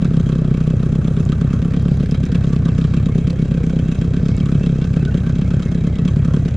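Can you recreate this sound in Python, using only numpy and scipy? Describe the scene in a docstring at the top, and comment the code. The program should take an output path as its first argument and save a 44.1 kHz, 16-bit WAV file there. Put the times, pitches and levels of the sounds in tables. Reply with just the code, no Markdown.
"""A small two-stroke outboard idles unevenly close by on a calm river, some 32 to 33 crank turns a second.
From the start low noise, block sway and wash run on; runs of charges pop sharply, weak turns puff and gulp.
On each turn gas hisses from the port and froths the water, a sizzle ticks and the piston slaps the cowl.
Hard knocks join at once and a loose part soon taps; after 2.3 s come water blips, a whine and whistles.
Pulses excite decaying resonators, noise is filtered and gated by the turns, and tones follow gliding phase."""
import sys
import numpy as np
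from scipy import signal
from scipy.io import wavfile

SR = 44100
rng = np.random.default_rng(int(sys.argv[2]) if len(sys.argv) > 2 else 0)


def linear_from_db(decibels):
    """Turn decibels (scalar or array-like) into linear amplitude factors; 0 gives 1."""
    return 10 ** (np.asarray(decibels, float) / 20)


def to_wav(s):
    """Save 16-bit WAV."""
    ch = np.atleast_2d(s).T  # columns
    pcm = np.round(np.clip(ch, -1, 1) * 32767)  # PCM
    wavfile.write(sys.argv[1], SR, pcm.astype(np.int16))


N = 289296

# Levels are relative source levels; later gains and the rounding of peaks act upon them.
# runs of burning turns: t of first pop/s, burns in a row, first pop level/dB, last pop level/dB,
# first port hiss level/dB, last port hiss level/dB
BURN_RUNS = [(0.0256, 2, -5.5, -6, -37.0, -36), (0.1131, 4, -8.5, -5.5, -45, -41),
             (0.267, 5, -7.5, -7.5, -43, -42.5), (0.4201, 3, -7.5, -8, -52.5, -48),
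             (0.5149, 5, -3.5, -10.5, -44.5, -50.5), (0.6771, 3, -5.0, -7, -41.5, -54),
             (0.8028, 3, -7, -7, -41.5, -47), (0.9277, 3, -6.5, -6.0, -43, -54),
             (1.0519, 3, -7.5, -9, -41.5, -47), (1.1743, 2, -5.5, -6.5, -38, -39.5),
             (1.2978, 2, -4, -7.0, -36.5, -34), (1.418, 2, -6, -6.5, -35.5, -51),
             (1.5099, 2, -7.5, -4.5, -38.5, -36.5), (1.6259, 3, -8, -11, -36, -50),
             (1.7443, 2, -8.5, -5.5, -36.5, -36.5), (1.86, 3, -6, -4, -40.5, -42.5),
             (2.0071, 2, -5.5, -8, -36.5, -40), (2.0947, 3, -10, -11.5, -46, -34),
             (2.2387, 2, -7, -14.5, -34.5, -38.5), (2.3256, 2, -8, -5.5, -34.5, -30.5),
             (2.4451, 3, -8, -9, -37, -47.5), (2.5342, 2, -5, -5.5, -36.5, -35.5),
             (2.66, 2, -5, -6, -37, -37), (2.788, 3, -5, -4, -35.5, -36), (2.9447, 2, -7, -4.5, -31, -33),
             (3.0658, 2, -5, -8, -34, -40), (3.1565, 3, -4, -10.5, -39, -51),
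             (3.278, 2, -5.5, -13.5, -32.5, -35.5), (3.3961, 3, -7.5, -12, -40, -42),
             (3.5179, 3, -5.0, -8.5, -37.5, -40), (3.6408, 4, -6.5, -9, -35, -40.5),
             (3.7665, 2, -4.5, -9, -39.5, -36), (3.8591, 3, -10, -9, -48, -34),
             (3.9549, 1, -14.5, -14.0, -39, -37.5), (4.0204, 2, -7, -10, -35, -39),
             (4.1434, 2, -8, -5.5, -36.5, -38), (4.2332, 3, -7, -5.5, -45.5, -33),
             (4.3814, 2, -9, -6, -38, -36), (4.4646, 2, -9, -8, -36, -39.0),
             (4.5253, 2, -4, -4.5, -34, -34), (4.6116, 2, -8.5, -7, -44, -36.5),
             (4.6696, 3, -5, -6.5, -34.5, -46.5), (4.7583, 2, -10, -8, -46, -49.5),
             (4.8211, 2, -7, -8.5, -37, -36), (4.94, 2, -11, -3.5, -37.5, -32.5),
             (5.0298, 2, -7, -7, -43.5, -41), (5.1502, 2, -4.5, -10.0, -35.5, -36.0),
             (5.2715, 2, -7.5, -9, -39, -40), (5.3618, 3, -10.5, -7, -39, -34),
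             (5.514, 2, -9, -6.5, -37.5, -37), (5.6023, 2, -10.5, -18, -38, -35),
             (5.66, 1, -8, -9.0, -42.5, -37.0), (5.7224, 3, -10, -12, -36, -44),
             (5.8464, 2, -6.5, -7, -37.5, -36), (5.9629, 2, -13, -7, -39.0, -36.0),
             (6.0572, 2, -4.5, -13.5, -34.0, -31), (6.1693, 1, -4.5, -5.5, -41.5, -38.5),
             (6.2548, 2, -8.5, -5.5, -35.5, -41), (6.3438, 2, -4, -6.5, -32.5, -35),
             (6.4586, 2, -7.5, -14.5, -37, -36.5)]
# usual length of a crank turn: t/s, period/s
TURN_PERIOD = [(0, .0315), (1.0, .0312), (1.3, .03), (6.56, .03)]
# brief fades of the weak puffs: t/s, half length/s, level change/dB
PUFF_FADES = [(2.29, .03, -1.5), (3.35, .06, -4.5), (6.53, .05, -1.5)]
# block rocking on its mount: multiple of crank speed, level/dB, lag behind the pop/rad
ROCKING_ORDERS = [(1, -29, 2.05), (2, -28, 1.0)]
# spectral envelope of the wash: f/Hz, relative density level/dB
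WASH_SPECTRUM = [(410, -31), (700, -4), (845, -23.5), (1530, 0.5), (2080, -10.5), (2560, -4.5), (2930, -28),
                 (3250, -22), (4450, -13.5), (7120, -16), (8510, -9), (11100, -62.5), (18700, -120)]
# spectral envelope of the port hiss: f/Hz, relative density level/dB
HISS_SPECTRUM = [(290, -31), (500, 4.5), (641, -15.5), (833, -79.5), (983, -15), (1230, 2.5), (1540, -2.5),
                 (2080, -7), (2570, -20.5), (2930, -24), (3220, -1), (4540, -9.5), (6400, -12.5),
                 (7470, -34.5), (8510, -34), (11100, -66), (18700, -120)]
# cowl resonances: f/Hz, width/Hz, level/dB
COWL_MODES = [(1140, 96, -2), (1292, 110, -2), (1540, 83, -2), (1638, 260, -6.5), (2300, 200, -5.5),
              (2600, 83, -7), (3230, 94, -7), (3850, 170, -10), (6360, 840, -9.5), (7360, 220, -15)]
# rattle in time: t/s, low cowl panel level/dB (only its departure from the mean acts), bright sizzle level/dB
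RATTLE_LEVELS = [(0.1, -42.5, -57.5), (1.36, -44, -61), (1.52, -39.5, -61), (2.04, -48, -55),
                 (2.38, -51, -64), (2.51, -42.5, -59), (3.17, -45.5, -86), (3.27, -49, -70),
                 (4.7, -46.5, -76.5), (6.1, -47.5, -76.5), (6.27, -39.5, -79), (6.56, -54, -92)]
# resonances of exhaust leg and hull: f/Hz, level/dB, t60/s
EXHAUST_MODES = [(72.9, -12, 0.05), (84.5, 11, 0.0043), (134.5, -5, 0.12), (160.6, 2, 0.13),
                 (208.3, -14.5, 0.13), (223.4, -14.5, 0.069), (420, -11, 0.084), (470, -15.5, 0.04),
                 (600, -14, 0.049)]
# hardest knocks of the block against the cowl: t/s, level/dB, f/Hz
HARD_KNOCKS = [(0.0463, -27, 1200), (0.168, -30, 1100), (0.5721, -40, 1160), (0.6768, -31.5, 1020),
               (0.9542, -29, 1100), (1.1712, -39.5, 1330), (1.297, -31, 1110), (1.411, -33.5, 1310),
               (1.5308, -28, 1240), (2.0595, -27, 1680), (2.6558, -26.5, 1160), (2.7808, -33.5, 1220),
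               (2.9366, -37, 1160), (3.0592, -32, 1250), (3.789, -41, 1140), (4.013, -43, 1520),
               (4.5196, -29, 2340), (4.6638, -31, 1260), (4.9647, -46.5, 2600), (5.051, -24, 1480),
               (5.505, -29.5, 902), (5.748, -26.5, 1690), (5.8707, -34.5, 1670), (6.053, -30, 1610),
               (6.161, -31, 1080), (6.2493, -33, 1310)]
# taps of a loose metal part: t/s, level/dB, f/Hz
LOOSE_TAPS = [(0.212, -30, 3780), (1.253, -25.5, 7000), (1.7648, -36.5, 5840), (2.1122, -20.5, 5080),
              (2.2542, -25.5, 5730), (3.3052, -19, 4200), (3.667, -29.5, 6330), (3.955, -35, 7240),
              (3.991, -29, 5200), (4.005, -37.5, 5070), (4.367, -24.5, 7300), (4.458, -28.5, 7140),
              (4.662, -30, 5100), (5.416, -42.5, 5200), (5.985, -42, 5500), (6.338, -32.5, 6060)]
# hollow water blips: t/s, level/dB, f/Hz
WATER_BLIPS = [(2.294, -20.5, 470), (3.33, -21.5, 500), (3.605, -21, 470), (3.73, -25, 522),
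               (4.216, -27, 487), (5.085, -28, 435), (5.419, -26.5, 470)]
# short gliding whistles: t/s, length/s, initial f/Hz, final f/Hz, level/dB
GLIDING_WHISTLES = [(2.484, 0.085, 2847, 2600, -55), (2.61, 0.055, 2325, 2290, -61),
                    (2.684, 0.06, 2725, 2530, -48), (2.951, 0.035, 2680, 2730, -51),
                    (2.975, 0.032, 2445, 2200, -50), (2.899, 0.053, 2230, 2320, -55),
                    (3.1, 0.042, 2173, 2300, -50), (3.848, 0.06, 2616, 2810, -52),
                    (4.289, 0.09, 2194, 2200, -50), (4.418, 0.054, 2292, 2270, -46),
                    (4.6, 0.062, 2556, 2750, -44.5), (4.776, 0.072, 2680, 2700, -52.5),
                    (4.967, 0.081, 2565, 2700, -47), (5.11, 0.033, 2800, 2750, -46),
                    (5.444, 0.05, 2130, 2280, -46), (4.153, 0.051, 1530, 1540, -46),
                    (4.82, 0.066, 1487, 1510, -44.5), (5.067, 0.039, 1510, 1460, -38),
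                    (5.253, 0.065, 1540, 1532, -44), (3.37, .06, 2150, 2300, -48.5),
                    (3.44, .05, 2696, 2847, -54), (5.833, 0.14, 2180, 2280, -54),
                    (5.915, 0.084, 2134, 1964, -48)]
# likeness of left and right: f/Hz, correlation
STEREO_LIKENESS = [(60, 0.96), (200, 0.97), (300, 1), (500, 1), (700, 0.97), (2370, 0.66), (5000, 0.92),
                   (7000, 0.22), (8500, 0.05), (13000, .85)]
# balance of the pair: f/Hz, left minus right level/dB
STEREO_LEAN = [(60, 1), (300, -2), (700, -4.5), (2370, -0.5), (8060, -2)]

SURGE = 0.032  # share by which a burning turn is shorter, before the run starts are aligned
WEAK_PUFF_DB, WEAK_HISS_DB = -7.5, -11.5  # weak turn: puff level, and hiss relative to INNER_HISS_DB
INNER_HISS_DB, USUAL_POP_DB = -37, -7.0  # centres for hiss and pop inside a run
REVERSAL = 0.38  # alternate inner pops reverse this share of their departure from the usual
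WEAK_FROTH_DB = -2.5  # a weak turn churns the water less
FIZZ_PER_S, FIZZ_DB = 500, 4.5  # bursting grains of froth: mean rate, gain before shaping
SLAP_DB, SLAP_SPREAD_DB, SLAP_EARLY_S = -28.5, 3.5, .005  # piston slap on every turn
SLAP_TOP_DB = 6.5  # added slap level on panels above 3 kHz
GULP_HZ, GULP_RISE_HZ_PER_S = 72, 7200  # mean bubble pitch at its reference instant, and rise
GULP_EARLY_S, GULP_T60_S = .0012, .08
DETUNE, COLOUR_DB = .045, 4  # froth in the leg: pitch share a step, spread of modes above 300 Hz
STEPS_BY_CHANCE = 1.2
STEPS_PER_POP_DB, STEPS_PER_HISS_DB = -.45, .25  # soft pops with much hiss ring higher
COLD_DROP = 0.16  # cooler unburnt gas lowers the leg's pitch by this share
PORT_SUCK_EARLY_S, PORT_SUCK_DB = .0098, 36.5  # suck at port opening; pulse area relative to turn level
WHINE_DB, WHINE_WANDER, WHINE_FROM_S = -61, 0.023, 2.3  # centre level, spread as share of pitch, start
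WHISTLE_WAVER, WHISTLE_FLUTTER_DB = 0.018, 3.5  # spread as share of pitch, spread of level


def rms_one(x):
    """Normalization: the signal is scaled to unit rms."""
    return x / np.sqrt(np.mean(x ** 2) + 1e-20)


def at_hz(points, hz):
    """Spectral interpolation on a logarithmic frequency axis."""
    return np.interp(np.log(hz), np.log(np.array(points)[:, 0] + 1), np.array(points)[:, 1])


def in_time(rows):
    """Linear interpolation of table columns into control curves."""
    s, *columns = np.transpose(rows)
    return [np.interp(np.arange(N) / SR, s, c) for c in columns]


def clicks(s, size):
    """Impulsive excitation: single-sample impulses at the given times."""
    out = np.full(N, 1e-18)
    at = np.round(np.asarray(s) * SR).astype(int)
    inside = (at >= 0) & (at < N)
    np.add.at(out, at[inside], (size * np.ones(len(at)))[inside])
    return out


def hump(x, width_ms):
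    """Pulse spreading: each impulse becomes a Gaussian gas pulse of equal area."""
    t_ms = np.arange(-600, 601) / SR * 1000
    bell = np.exp(-.5 * (t_ms / width_ms) ** 2)
    return signal.fftconvolve(x, bell / bell.sum(), "same")


def ring(x, hz, t60):
    """Damped resonance: a unit impulse starts a decaying cosine of height 1."""
    r, w = linear_from_db(-60 / (t60 * SR)), 2 * np.pi * hz / SR
    return signal.lfilter([1, -r * np.cos(w)], [1, -2 * r * np.cos(w), r * r], x)


def burst(x, rise_ms, fall_ms):
    """Two-stage relaxation: each impulse becomes an exponential rise and decay."""
    a, b = np.exp(-1000 / (rise_ms * SR)), np.exp(-1000 / (fall_ms * SR))
    decay = signal.lfilter([1], [1, -b], x)
    return signal.lfilter([1 - a], [1, -a], decay)


def drift(rate):
    """Slow random fluctuation: noise of unit rms through two equal poles at rate in Hz."""
    r = np.exp(-80 * np.pi * rate / SR)  # one step every 40 samples
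    noise = rng.standard_normal(N // 40 + 2002)
    slow = signal.lfilter([1], [1, -2 * r, r * r], noise)[2000:]
    return np.interp(np.arange(N) / 40, np.arange(len(slow)), rms_one(slow))


def band(x, low_hz, high_hz):
    """Band limitation by a steep band-pass."""
    return signal.sosfilt(signal.butter(3, [low_hz, high_hz], "band", fs=SR, output="sos"), x)


def stereo_pair(mid, side, hz):
    """Interchannel coherence: mid and side are mixed by likeness, then leaned in level."""
    alike = np.clip(at_hz(STEREO_LIKENESS, hz), -1, 1)
    pair = np.sqrt(1 + alike) * mid + np.sqrt(1 - alike) * side * [[1], [-1]]
    return pair * linear_from_db(at_hz(STEREO_LEAN, hz) * np.array([[.5], [-.5]]))


def banded_noise(spectrum, low_hz, patchy_db, rate):
    """Turbulent spectrum: half-octave noise bands, each with its own flicker; rms 1."""
    out = 0
    edges = 30 * 2 ** np.arange(0, 9.3, .5)
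    white = rng.standard_normal((2, 2, N))  # neighbouring bands use different noise
    for k, (low, high) in enumerate(zip(edges, edges[1:])):
        if low > low_hz:
            sos = signal.butter(2, [low, high], "band", fs=SR, output="sos")
            mid, side = signal.sosfilt(sos, white[k % 2])
            hz = np.sqrt(low * high)
            gain = linear_from_db(at_hz(spectrum, hz) + patchy_db * drift(rate))
            out = out + gain * stereo_pair(mid, side, hz)
    return rms_one(out)


def fizz():
    """Bubble bursting: a steady gain plus tiny random grains; rms 1."""
    height = linear_from_db(2.0 * np.minimum(rng.exponential(1, N), 4))
    born = (rng.random(N) < FIZZ_PER_S / SR) * height
    return rms_one(1 + linear_from_db(FIZZ_DB) * burst(born, rise_ms=0.19, fall_ms=0.88))


def turns(puff_spread_db=-0.33, hiss_spread_db=0.0, pop_spread_db=-1.0):
    """Intermittent combustion: every turn as time, burning or not, level and hiss; weak turns fill the gaps."""
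    s, count, first_db, last_db, first_hiss, last_hiss = np.transpose(BURN_RUNS)
    usual = np.interp(s, *np.transpose(TURN_PERIOD))
    start = 1 + np.r_[0, np.cumsum(np.round(np.diff(s) / usual[1:]))].astype(int)
    every = np.arange(start[-1] + 5)
    run = np.maximum(np.searchsorted(start, every, "right") - 1, 0)
    place, count = every - start[run], np.round(count)[run]
    burns = (place >= 0) & (place < count)
    inner = (place > 0) & (place < count - 1)

    # shorter burning turns, stretched to meet the run starts
    spent = np.r_[0, np.cumsum(1 - SURGE * burns)][:-1]
    known_spent = np.r_[0, spent[start], spent[-1]]
    known_s = np.r_[s[0] - usual[0], s, s[-1] + 4 * usual[-1]]
    when = np.interp(spent, known_spent, known_s)

    luck = rng.standard_normal((len(every), 2))
    slope_db = (last_db - first_db)[run] * (place / np.maximum(count - 1, 1) - .5)
    pop = (first_db + last_db)[run] / 2 + slope_db + pop_spread_db * luck[:, 0] * inner
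    pop -= (1 + REVERSAL) * (pop - USUAL_POP_DB) * (inner & (place % 2 == 1))
    puff = WEAK_PUFF_DB + puff_spread_db * luck[:, 0]
    for at, half, db in PUFF_FADES:
        puff += db * np.clip(2 - 2 * abs(when - at) / half, 0, 1)

    mean_hiss = (first_hiss + last_hiss)[run] / 2
    inner_hiss = INNER_HISS_DB + 0.32 * (mean_hiss - INNER_HISS_DB) + 1.6 * luck[:, 1]
    end_hiss = np.where(place > 0, last_hiss[run], first_hiss[run])
    pop_hiss = np.where(inner, inner_hiss, end_hiss)
    weak_hiss = INNER_HISS_DB + WEAK_HISS_DB + hiss_spread_db * luck[:, 1]
    return when, burns, np.where(burns, pop, puff), np.where(burns, pop_hiss, weak_hiss)


def hull_rumble():
    """Hydrodynamic buffeting: low hull noise shared by both ears, with deep wind noise in antiphase."""
    sos = signal.butter(2, [60, 250], "band", fs=SR, output="sos")
    low = signal.sosfilt(sos, rng.standard_normal((2, N)))
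    wind = band(rng.standard_normal(N), low_hz=22, high_hz=90) * [[1], [-1]]
    return linear_from_db(-30) * stereo_pair(*rms_one(low), hz=120) + linear_from_db(-44.5) * rms_one(wind)


def rocking(when):
    """Forced vibration: the block sways at the lowest multiples of crank speed."""
    crank = 2 * np.pi * np.interp(np.arange(N) / SR, when, np.arange(len(when)))
    return sum(np.sqrt(2) * linear_from_db(db + 1.2 * drift(2.0)) * np.cos(m * crank - lag)
               for m, db, lag in ROCKING_ORDERS)


def wash():
    """Bubbly turbulence: continuous water noise carries the grains of bursting froth."""
    return linear_from_db(-47.5) * fizz() * banded_noise(WASH_SPECTRUM, low_hz=900, patchy_db=2.5, rate=2.8)


def froth(when, db):
    """Gas-driven agitation: rough low water noise swells with exhaust, most with the hard pops."""
    luck = np.clip(rng.standard_normal(len(db)), -2, 1)
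    size = linear_from_db(0.85 * db + 3.0 * luck)
    swell = burst(clicks(when - .007, size), rise_ms=2.7, fall_ms=6.2) + linear_from_db(-30.0)
    churn = band(rng.standard_normal((2, N)), low_hz=323, high_hz=694)
    churn = band(churn, low_hz=191, high_hz=647)
    return linear_from_db(-23.5) * swell * stereo_pair(*rms_one(churn), hz=400)


def cowl(when, gate, low_db):
    """Panel resonance: narrow modes shaken by noise with each spit and struck by each piston slap."""
    out = 0
    for hz, width, level_db in COWL_MODES:
        r = np.exp(-np.pi * width / SR)
        loose_db = low_db - low_db.mean() if hz < 1400 else 0
        shake_gain = (gate + linear_from_db(-53.0)) * linear_from_db(level_db + loose_db + 3.44 * drift(20.0))
        shake = rng.standard_normal((2, N)) * shake_gain
        time_luck, level_luck = rng.standard_normal((2, len(when)))
        slap_db = SLAP_DB + (SLAP_TOP_DB if hz > 3000 else 0) + level_db
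        slap_db = slap_db + SLAP_SPREAD_DB * np.clip(level_luck, -2, 1.5)
        slap_s = when - SLAP_EARLY_S + 0.0014 * time_luck
        shake[0] += clicks(slap_s, linear_from_db(slap_db)) * linear_from_db(loose_db)
        gain = np.sqrt(1 - r * r)
        poles = [1, -2 * r * np.cos(2 * np.pi * hz / SR), r * r]
        mid, side = signal.lfilter([gain, 0, -gain], poles, shake)
        out = out + stereo_pair(mid, side, hz)
    return linear_from_db(-5.5) * out


def gulps(when, db):
    """Bubble oscillation: unburnt gas leaves under water as one big bubble, its tone rising as it shrinks."""
    out, t = np.zeros(N + SR), np.arange(-150, 1600) / SR
    luck = rng.standard_normal((len(when), 3))
    onset = np.clip(1 + t / 0.0057, 0, 1) ** 2
    decay = linear_from_db(-60 * np.maximum(t, 0) / GULP_T60_S)
    swell = onset * decay * np.clip((t[-1] - t) / 0.015, 0, 1)
    for s, level_db, (pitch_luck, rise_luck, time_luck) in zip(when, db, luck):
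        hz = GULP_HZ * (1 + 0.14 * np.clip(pitch_luck, -1.5, 1.5))
        rise = GULP_RISE_HZ_PER_S * (1 + 0.074 * rise_luck)
        cycles = hz * t + rise * t ** 2 / 2
        at = int((s - GULP_EARLY_S + .0008 * time_luck) * SR) + 2000
        out[at:at + len(t)] += linear_from_db(level_db + 4.5) * swell * np.cos(2 * np.pi * (cycles - .07))
    out = out[2150:N + 2150]  # removes the margin and the 150-sample lead
    return signal.sosfilt(signal.butter(2, 36, "high", fs=SR, output="sos"), out)


def port_gate(when, hiss_db):
    """Flow release: gas spits some ms ahead of the pop as the port opens, and again more softly near it."""
    size = linear_from_db(hiss_db)
    opening = burst(clicks(when - .0095, size), rise_ms=3.44, fall_ms=3.82)
    return opening + linear_from_db(-13.0) * burst(clicks(when - .0015, size), rise_ms=0.16, fall_ms=5.6)


def spit(gate):
    """Jet noise: turbulent hiss is modulated by port flow and bursting grains."""
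    noise = banded_noise(HISS_SPECTRUM, low_hz=900, patchy_db=-2.0, rate=4)
    return linear_from_db(5.5) * gate * fizz() * noise


def exhaust(when, burns, db, hiss_db):
    """Pulse-excited resonance: burns give a broad suck cut by a sharp pop, weak turns a soft early puff."""
    luck = rng.standard_normal((len(when), len(EXHAUST_MODES) + 2))
    when = when + .0003 * luck[:, 1]  # ignition scatter
    puff_s = when + 0.0025 * luck[:, -1]  # unburnt gas leaves a little early or late
    burn_steps = STEPS_PER_POP_DB * (db - USUAL_POP_DB) + STEPS_PER_HISS_DB * (hiss_db - INNER_HISS_DB)
    tuning = STEPS_BY_CHANCE * luck[:, -2] + burns * burn_steps
    tuning = np.clip(np.round(tuning), -3, 3)
    pops, puffs = np.zeros(N), np.zeros(N)
    for k, (hz, level_db, t60) in enumerate(EXHAUST_MODES):
        colour_db = (COLOUR_DB if hz > 300 else 1.0) * np.clip(luck[:, k], -1.5, 1.5)
        size = linear_from_db(db + level_db + colour_db)
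        for step in range(-3, 4):
            tuned_hz, dealt = hz * (1 + DETUNE * step), size * (tuning == step)
            pops += ring(clicks(when, dealt * burns), tuned_hz, t60)
            puffs += ring(clicks(puff_s - .002, dealt * ~burns), tuned_hz * (1 - COLD_DROP), t60)

    def shifted(x, s):
        """Time translation: a negative shift advances the signal."""
        return np.roll(x, int(s * SR))

    sharp_pop = hump(shifted(pops, -.00055), width_ms=.6)
    broad_suck = linear_from_db(4.6) * hump(shifted(pops, -.002), width_ms=1.95)
    soft_puff = hump(puffs, width_ms=0.57) - 0.5 * hump(shifted(puffs, -0.0025), width_ms=4.6)
    port_suck = hump(clicks(when - PORT_SUCK_EARLY_S, linear_from_db(db + PORT_SUCK_DB)), width_ms=1.5)
    out = sharp_pop - broad_suck + linear_from_db(-11.0) * soft_puff - port_suck
    # water over the outlet muffles the top; a side cavity swallows one band
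    out = signal.sosfilt(signal.butter(6, 690, fs=SR, output="sos"), out)
    out -= 0.62 * signal.lfilter(*signal.iirpeak(310, 4.5, fs=SR), out)
    return signal.sosfilt(signal.butter(1, 45, "high", fs=SR, output="sos"), out)


def sizzle(when, level_db):
    """Gated noise: a bright tick on every turn, independent at each ear."""
    tick_s = when - .006 + 0.00051 * rng.standard_normal(len(when))
    size = linear_from_db(2.4 * rng.standard_normal(len(when)))
    tick = burst(clicks(tick_s, size), rise_ms=.2, fall_ms=0.52)
    noise = rms_one(band(rng.standard_normal((2, N)), low_hz=7800, high_hz=11300))
    return linear_from_db(level_db + 17.5) * tick * noise


def knocks():
    """Impact radiation: each hard knock gives a short scuff of noise and a panel ring."""
    s, db, hz = np.transpose(HARD_KNOCKS)
    noise = rms_one(band(rng.standard_normal((2, N)), low_hz=930, high_hz=7000))
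    scuff = burst(clicks(s, linear_from_db(db)), rise_ms=0.18, fall_ms=2.1) * noise
    rings = sum(ring(clicks([a], linear_from_db(d - 4.0)), h, .018) for a, d, h in HARD_KNOCKS)
    return linear_from_db(-9.0) * stereo_pair(*scuff, hz=3000) + stereo_pair(rings, 0 * rings, hz=1200)


def ticks():
    """Modal impact: each tap of a loose metal part excites two damped modes."""
    out = np.zeros(N)
    for s, db, hz in LOOSE_TAPS:
        tap = clicks([s], linear_from_db(db))
        out += ring(tap, hz, 0.0044) + linear_from_db(-10.5) * ring(tap, 0.73 * hz, 0.0034)
    return out * linear_from_db(np.array([[-2], [2]]))


def blips():
    """Bubble resonance: small bubbles at the outlet ring briefly."""
    return sum(ring(hump(clicks([s], linear_from_db(db)), width_ms=0.047), hz, 0.093) for s, db, hz in WATER_BLIPS)


def whine():
    """Frequency modulation: a faint unsteady tone glides between the whistles above 2 kHz."""
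    points = []
    for s, length, from_hz, to_hz, db in GLIDING_WHISTLES:
        if from_hz > 2000:
            points += [(s, from_hz), (s + length, to_hz)]
    path, = in_time(sorted(points))
    hz = path * (1 + WHINE_WANDER * drift(8) + 0.0028 * drift(38))
    fade_in = np.clip(np.arange(N) / SR - WHINE_FROM_S, 0, .5) * 2
    tone = fade_in * linear_from_db(WHINE_DB + 6.5 * drift(8.1)) * np.sin(2 * np.pi * np.cumsum(hz) / SR)
    return tone * linear_from_db(np.array([[-1], [1]]))


def whistles():
    """Integrated phase: short tones glide in pitch while pitch and level fluctuate."""
    out, t = np.zeros(N), np.arange(N) / SR
    waver, flutter = 1 + WHISTLE_WAVER * drift(40), linear_from_db(WHISTLE_FLUTTER_DB * drift(49))
    for s, length, from_hz, to_hz, db in GLIDING_WHISTLES:
        inside = (t > s) & (t < s + length)
        u = (t[inside] - s) / length
        hz = (from_hz + (to_hz - from_hz) * u) * waver[inside]
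        swell = np.sqrt(2 * np.sin(np.pi * u))
        out[inside] += linear_from_db(db) * flutter[inside] * swell * np.sin(2 * np.pi * np.cumsum(hz) / SR)
    return out * linear_from_db(np.array([[-1], [1]]))


def scene():
    """Superposition: engine, cowl and water sound together."""
    when, burns, db, hiss_db = turns()
    low_db, bright_db = in_time(RATTLE_LEVELS)
    gate = port_gate(when, hiss_db)
    water = hull_rumble() + wash() + froth(when, db + WEAK_FROTH_DB * ~burns) + blips()
    engine = rocking(when) + gulps(when[~burns], db[~burns]) + exhaust(when, burns, db, hiss_db)
    engine = engine + spit(gate) + sizzle(when, bright_db)
    body = cowl(when, gate, low_db) + knocks() + ticks()
    return water + engine + body + whine() + whistles()


def top_cut(x):
    """Nothing passes above the cut-off."""
    return signal.sosfilt(signal.butter(12, 15700, fs=SR, output="sos"), x)


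def record(dry):
    """Band limitation and saturation: the microphone loses deep bass and high treble and rounds peaks."""
    x = signal.sosfilt(signal.butter(2, 20, "high", fs=SR, output="sos"), dry)
    x = signal.sosfilt(signal.butter(2, 9000, fs=SR, output="sos"), x)
    x = 1.33 * np.tanh(x / 1.857)
    return top_cut(x)


dry = scene()
out = record(dry)
to_wav(out)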